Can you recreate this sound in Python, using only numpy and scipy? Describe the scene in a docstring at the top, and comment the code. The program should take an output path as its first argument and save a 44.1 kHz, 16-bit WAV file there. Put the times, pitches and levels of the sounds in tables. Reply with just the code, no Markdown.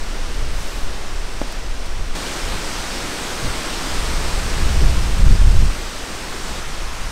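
"""Storm wind in a spruce wood

Heard in turn from under a tarp, among the open trees and beside a tent. Noise in drifting patches makes
the boughs roar; with added random ticks it makes needles and aspen leaves hiss. Turbulent low noise, led by
draught and gusts, buffets the microphone until one big gust drives its limiter. Under the tarp bell-shaped
noise swells make the cloth swish, and a loosened corner flaps once in a quick cluster of pressure thuds."""
import sys
import numpy as np
from scipy import signal
from scipy.fft import rfft, irfft, next_fast_len
from scipy.io import wavfile
from scipy.ndimage import uniform_filter1d, minimum_filter1d, map_coordinates

SR = 44100
rng = np.random.default_rng(int(sys.argv[2]) if len(sys.argv) > 2 else 0)


def unload_wav(signal):
    """Save mono or channel-first audio to the path in sys.argv[1] as 16-bit WAV at rate SR, clipped to [-1, 1]."""
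    wavfile.write(
        sys.argv[1],
        SR,
        np.round(np.clip(np.atleast_2d(signal).T, -1, 1) * 32767).astype(np.int16),
    )


N = 313551

INTO_OPEN, BESIDE_TENT = 2.151, 6.6  # when the microphone's place changes (s)
SWAY_DB, SWAY_PER_S = 0.1, 9  # the boughs sway about the wind strength: depth, knots a second
GUST_ATTACK_S, GUST_RELEASE_S = 0.028, 0.06  # time to rise and fall by a factor e
HEAVE_DB, HEAVE_GROWS = -2, 0.74  # large eddies in a gust of 0 dB; dB they gain per dB of gust
LUMPY_DB, LUMPS_PER_S = 1.6, 10  # the draught arrives in uneven lumps: depth, knots a second
SHELTER_HZ = 130  # the tarp keeps faster eddies away
TOP_HZ = 15720  # band limit of the finished sound


def amp(db):
    """Decibels to gain."""
    return 10 ** (np.asarray(db) / 20)


def unit(x):
    """Scale to rms 1."""
    return x / np.sqrt(np.mean(x ** 2) + 1e-20)


def colour(points, hz):
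    """Gain at each frequency, drawn through (Hz, dB) points on a log axis."""
    f, db = np.transpose(points)
    return amp(np.interp(np.log(hz + 1), np.log(f + 1), db))


def lowpass(hz, edge_hz):
    """Gain of a gentle low-pass."""
    return 1 / np.sqrt(1 + (hz / edge_hz) ** 4)


def clock():
    """Time of each sample in seconds."""
    return np.arange(N) / SR


def by_place(under_tarp, in_open, by_tent):
    """Whichever of the three belongs to the microphone's place at each moment."""
    t = clock()
    return np.select([t < INTO_OPEN, t < BESIDE_TENT], [under_tarp, in_open], by_tent)


def curve(rows):
    """One value per sample, in straight lines between (s, value) points."""
    s, value = np.transpose(rows)
    return np.interp(clock(), s, value)


def wobble(rate):
    """A smooth random curve, rate knots a second."""
    return map_coordinates(rng.standard_normal(256), [clock() * rate], mode="wrap")


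def swells(rows):
    """Gain over time of short bell-shaped swells (s, dB, half length s)."""
    t = clock()
    return sum(amp(db) * np.exp(-0.5 * ((t - s) / half) ** 2) for s, db, half in rows)


def filtered(x, response):
    """Shape the spectrum of x by a gain that depends on frequency."""
    m = next_fast_len(N + SR // 2)  # room for the filter to ring out
    spectrum = rfft(x, m) * response(np.fft.rfftfreq(m, 1 / SR))
    return irfft(spectrum, m)[:N]


def noise(spectrum):
    """Coloured noise of rms 1."""
    return unit(filtered(rng.standard_normal(N), lambda hz: colour(spectrum, hz)))


def patchy(depth_db):
    """White noise that swells in patches of time and pitch, as single boughs catch the wind."""
    bins = signal.stft(rng.standard_normal(N), nperseg=512)[2]
    field = rng.standard_normal(bins.shape)
    field = uniform_filter1d(field, size=6, axis=0)  # neighbouring pitches swell together
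    field = uniform_filter1d(field, size=18, axis=1)  # and each patch lasts a while
    swelling = bins * amp(depth_db * unit(field))
    return unit(signal.istft(swelling, nperseg=512)[1][:N])


def patter(rate):
    """Leaves touching: random tiny impulses, rate a second."""
    touches = rng.random(N) < rate / SR
    return unit(touches * rng.standard_normal(N))


def trees(wind, spectrum, roar_db, hiss_db, split_hz):
    """One wind strength drives both: boughs roar below the split, needles and pattering leaves hiss above it."""
    def roar_gain(hz):
        return colour(spectrum, hz) * lowpass(hz, split_hz)

    def hiss_gain(hz):
        return colour(spectrum, hz) * np.sqrt(1 - lowpass(hz, split_hz) ** 2)

    roar = unit(filtered(patchy(depth_db=0.2), roar_gain))
    leaves = patchy(depth_db=0.83) + 0.36 * patter(rate=2500)
    hiss = unit(filtered(leaves, hiss_gain))
    strength = amp(curve(wind) + SWAY_DB * wobble(SWAY_PER_S))
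    return strength * (amp(roar_db) * roar + amp(hiss_db) * hiss)


def gusts():
    """Strength over time: each gust rises quickly, holds and dies away; overlapping gusts add in power."""
    # Gusts that reach the microphone. Each row: start of the hold in seconds, hold in seconds, strength in dB.
    gust_rows = [(0.396, 0.18, -24.5), (1.968, .06, -29), (2.446, .13, -29), (3.454, 0.077, -27),
                 (3.934, 0.73, -25.5), (4.624, .58, -18.5), (4.797, 0.061, -15), (5.23, 0.079, -9),
                 (5.413, 0.23, -12), (6.49, 0.036, -29.5)]
    t, power = clock(), 0
    for start, hold, db in gust_rows:
        before = np.maximum(start - t, 0) / GUST_ATTACK_S
        after = np.maximum(t - start - hold, 0) / GUST_RELEASE_S
        power = power + (amp(db) * np.exp(-before - after)) ** 2
    return np.sqrt(power)


def eddies(spectrum, size):
    """Turbulent pressure whose strength is even over stretches of size samples."""
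    x = noise(spectrum)
    power = uniform_filter1d(uniform_filter1d(x ** 2, size), size)
    return x / np.sqrt(np.abs(power) + 1e-6)


def buffeting():
    """Draught and gusts drive large eddies that heave and small ones that flutter; direct puffs bluster higher up."""
    # Colours of large eddies, small eddies and puffs. Each row: frequency in Hz, relative level in dB.
    large_colour, small_colour = [(3, -2.5), (10, 3.5), (18, 0), (30, -0.5), (40, -20), (58, -30.5),
                                  (120, -65), (300, -100)], [(24, -5), (40, 2), (60, 0), (85, -9), (125, -12.5),
                                                        (185, -18.5), (300, -33.5), (600, -50), (2000, -86)]
    puff_colour = [(50, -6), (130, 8), (220, -3.5), (350, -4), (600, -17), (2000, -49)]
    # Sharp puffs that hit the microphone head-on. Each row: centre in seconds, rms level at the centre in dB,
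    # half length in seconds.
    puff_rows = [(3.45, -25.5, 0.026), (4.61, -27, 0.02), (4.835, -23.5, 0.019), (5.33, -25, 0.023),
                 (5.63, -22.5, 0.011)]
    # Steady draught in large and small eddies. Columns: under the tarp, in the open, beside the tent, all in dB.
    heave_draught, flutter_draught = [-20.5, -28.5, -24.5], [-32.5, -35.5, -35.5]

    gust = gusts()
    lumps_db = LUMPY_DB * wobble(LUMPS_PER_S)
    # draught and gusts add in power
    heave_gain = np.hypot(amp(by_place(*heave_draught) + lumps_db), amp(HEAVE_DB) * gust ** HEAVE_GROWS)
    flutter_gain = np.hypot(amp(by_place(*flutter_draught) + lumps_db), gust)
    heave = heave_gain * eddies(large_colour, size=3600)
    flutter = flutter_gain * eddies(small_colour, size=2200)
    sheltered = filtered(flutter, lambda hz: lowpass(hz, SHELTER_HZ))
    puffs = swells(puff_rows) * noise(puff_colour)
    return heave + by_place(sheltered, flutter, flutter) + puffs


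def swishes():
    """Cloth sliding over cloth: thin noise in short swells."""
    # Each row: centre in seconds, rms level at the centre in dB, half length in seconds.
    swish_rows = [(.6, -44, 0.055), (.75, -42, .08), (1.524, -36.5, .006), (1.861, -39, .004)]
    # Colour of the cloth. Each row: frequency in Hz, relative level in dB.
    cloth_colour = [(1000, -13), (4000, 4), (8500, 0), (11000, -5), (13500, -7), (15700, -13)]
    return swells(swish_rows) * noise(cloth_colour)


def snap_taut(s, snap, lead, slack, rustle_db, rustle_t60):
    """The sheet pushes air ahead, stops dead and sucks it back more slowly; its creases rustle briefly."""
    # Colour of the creases. Each row: frequency in Hz, relative level in dB.
    crease_colour = [(100, -12), (300, 9), (1200, -17), (3000, -7), (6000, -20), (15000, -45)]
    t = clock() - s
    fade = np.exp(-np.abs(t) / np.where(t < 0, lead, slack))
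    push = -np.tanh(t / snap) * fade  # pressure turns to suction at the stop
    rustle_gain = (t > 0) * amp(rustle_db - 60 * np.abs(t) / rustle_t60)
    return push / np.abs(push).max() + rustle_gain * noise(crease_colour)


def flapping():
    """The falling corner of the slack tarp snaps taut with a dead thud."""
    # Each row: moment of the snap in seconds, peak of its push in dB.
    flap_rows = [(1.4163, -12), (1.4198, -20), (1.428, -28)]
    thuds = 0
    for s, db in flap_rows:
        # all times in seconds
        thud = snap_taut(s, snap=0.0002, lead=0.00045, slack=0.00057, rustle_db=-15, rustle_t60=0.049)
        thuds = thuds + amp(db) * thud
    return thuds


def scene():
    """The three places follow one another; the air tugs at the microphone throughout."""
    # Wind in the trees at each place. Each row: time in seconds, strength in dB.
    tarp_wind, open_wind, tent_wind = [(0, -36), (0.75, -35.5), (1.15, -36.5), (1.45, -36), (1.7, -37.5),
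                                       (2.15, -37.5)], [(2.15, -29.5), (3, -29.5), (3.95, -28.5),
                                                          (4.65, -29), (5.4, -32), (6.15, -32.4),
                                                          (6.55, -31.6)], [(6.6, -32)]
    # Colour of the trees at each place. Each row: frequency in Hz, relative level in dB.
    tarp_trees, open_trees, tent_trees = [(60, -7), (260, 0), (500, -1.7), (800, -4), (1300, -4.5),
                                          (2200, -6.5), (4000, -7), (5600, -6.5), (7000, -11.5),
                                          (8500, -11), (10500, -21), (13000, -24.5), (15700, -31)], [(60, -13), (160, 1), (320, 1), (700, -2),
                                                              (1350, -2.5), (2300, -6), (3800, -8),
                                                              (5400, -8.5), (7000, -12.5), (8500, -12),
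                                                              (10500, -22.5), (13000, -25), (15700, -32.5)], [(60, 3.5), (250, -3.5),
                                                                                  (700, -4), (1300, -2),
                                                                                  (2300, -5.5), (3800, -8),
                                                                                  (5600, -8), (7000, -11.5),
                                                                                  (8500, -13),
                                                                                  (10500, -20.5),
                                                                                  (13000, -24),
                                                                                  (15700, -34)]

    under_tarp = trees(tarp_wind, tarp_trees, roar_db=2.5, hiss_db=-2.55, split_hz=2600)
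    under_tarp = under_tarp + swishes() + flapping()
    in_open = trees(open_wind, open_trees, roar_db=-0.1, hiss_db=-1.2, split_hz=2210)
    by_tent = trees(tent_wind, tent_trees, roar_db=-0.5, hiss_db=-3.3, split_hz=2240)
    return (by_place(under_tarp, in_open, by_tent) + buffeting())[None]


def record(dry):
    """A limiter ducks everything under the biggest eddies, the rest is rounded off, then the band is limited."""
    ceiling, hardness = 1.1, 10  # limiter threshold; sharpness of the rounding towards 1
    needed = np.minimum(1, ceiling / (np.abs(dry[0]) + 1e-9))
    ducking = uniform_filter1d(minimum_filter1d(needed, size=1000), size=800)  # sizes in samples
    held = dry[0] * ducking
    rounded = held / (1 + np.abs(held) ** hardness) ** (1 / hardness)
    return filtered(rounded, lambda hz: hz < TOP_HZ)[None]


dry = scene()
out = record(dry)
unload_wav(out)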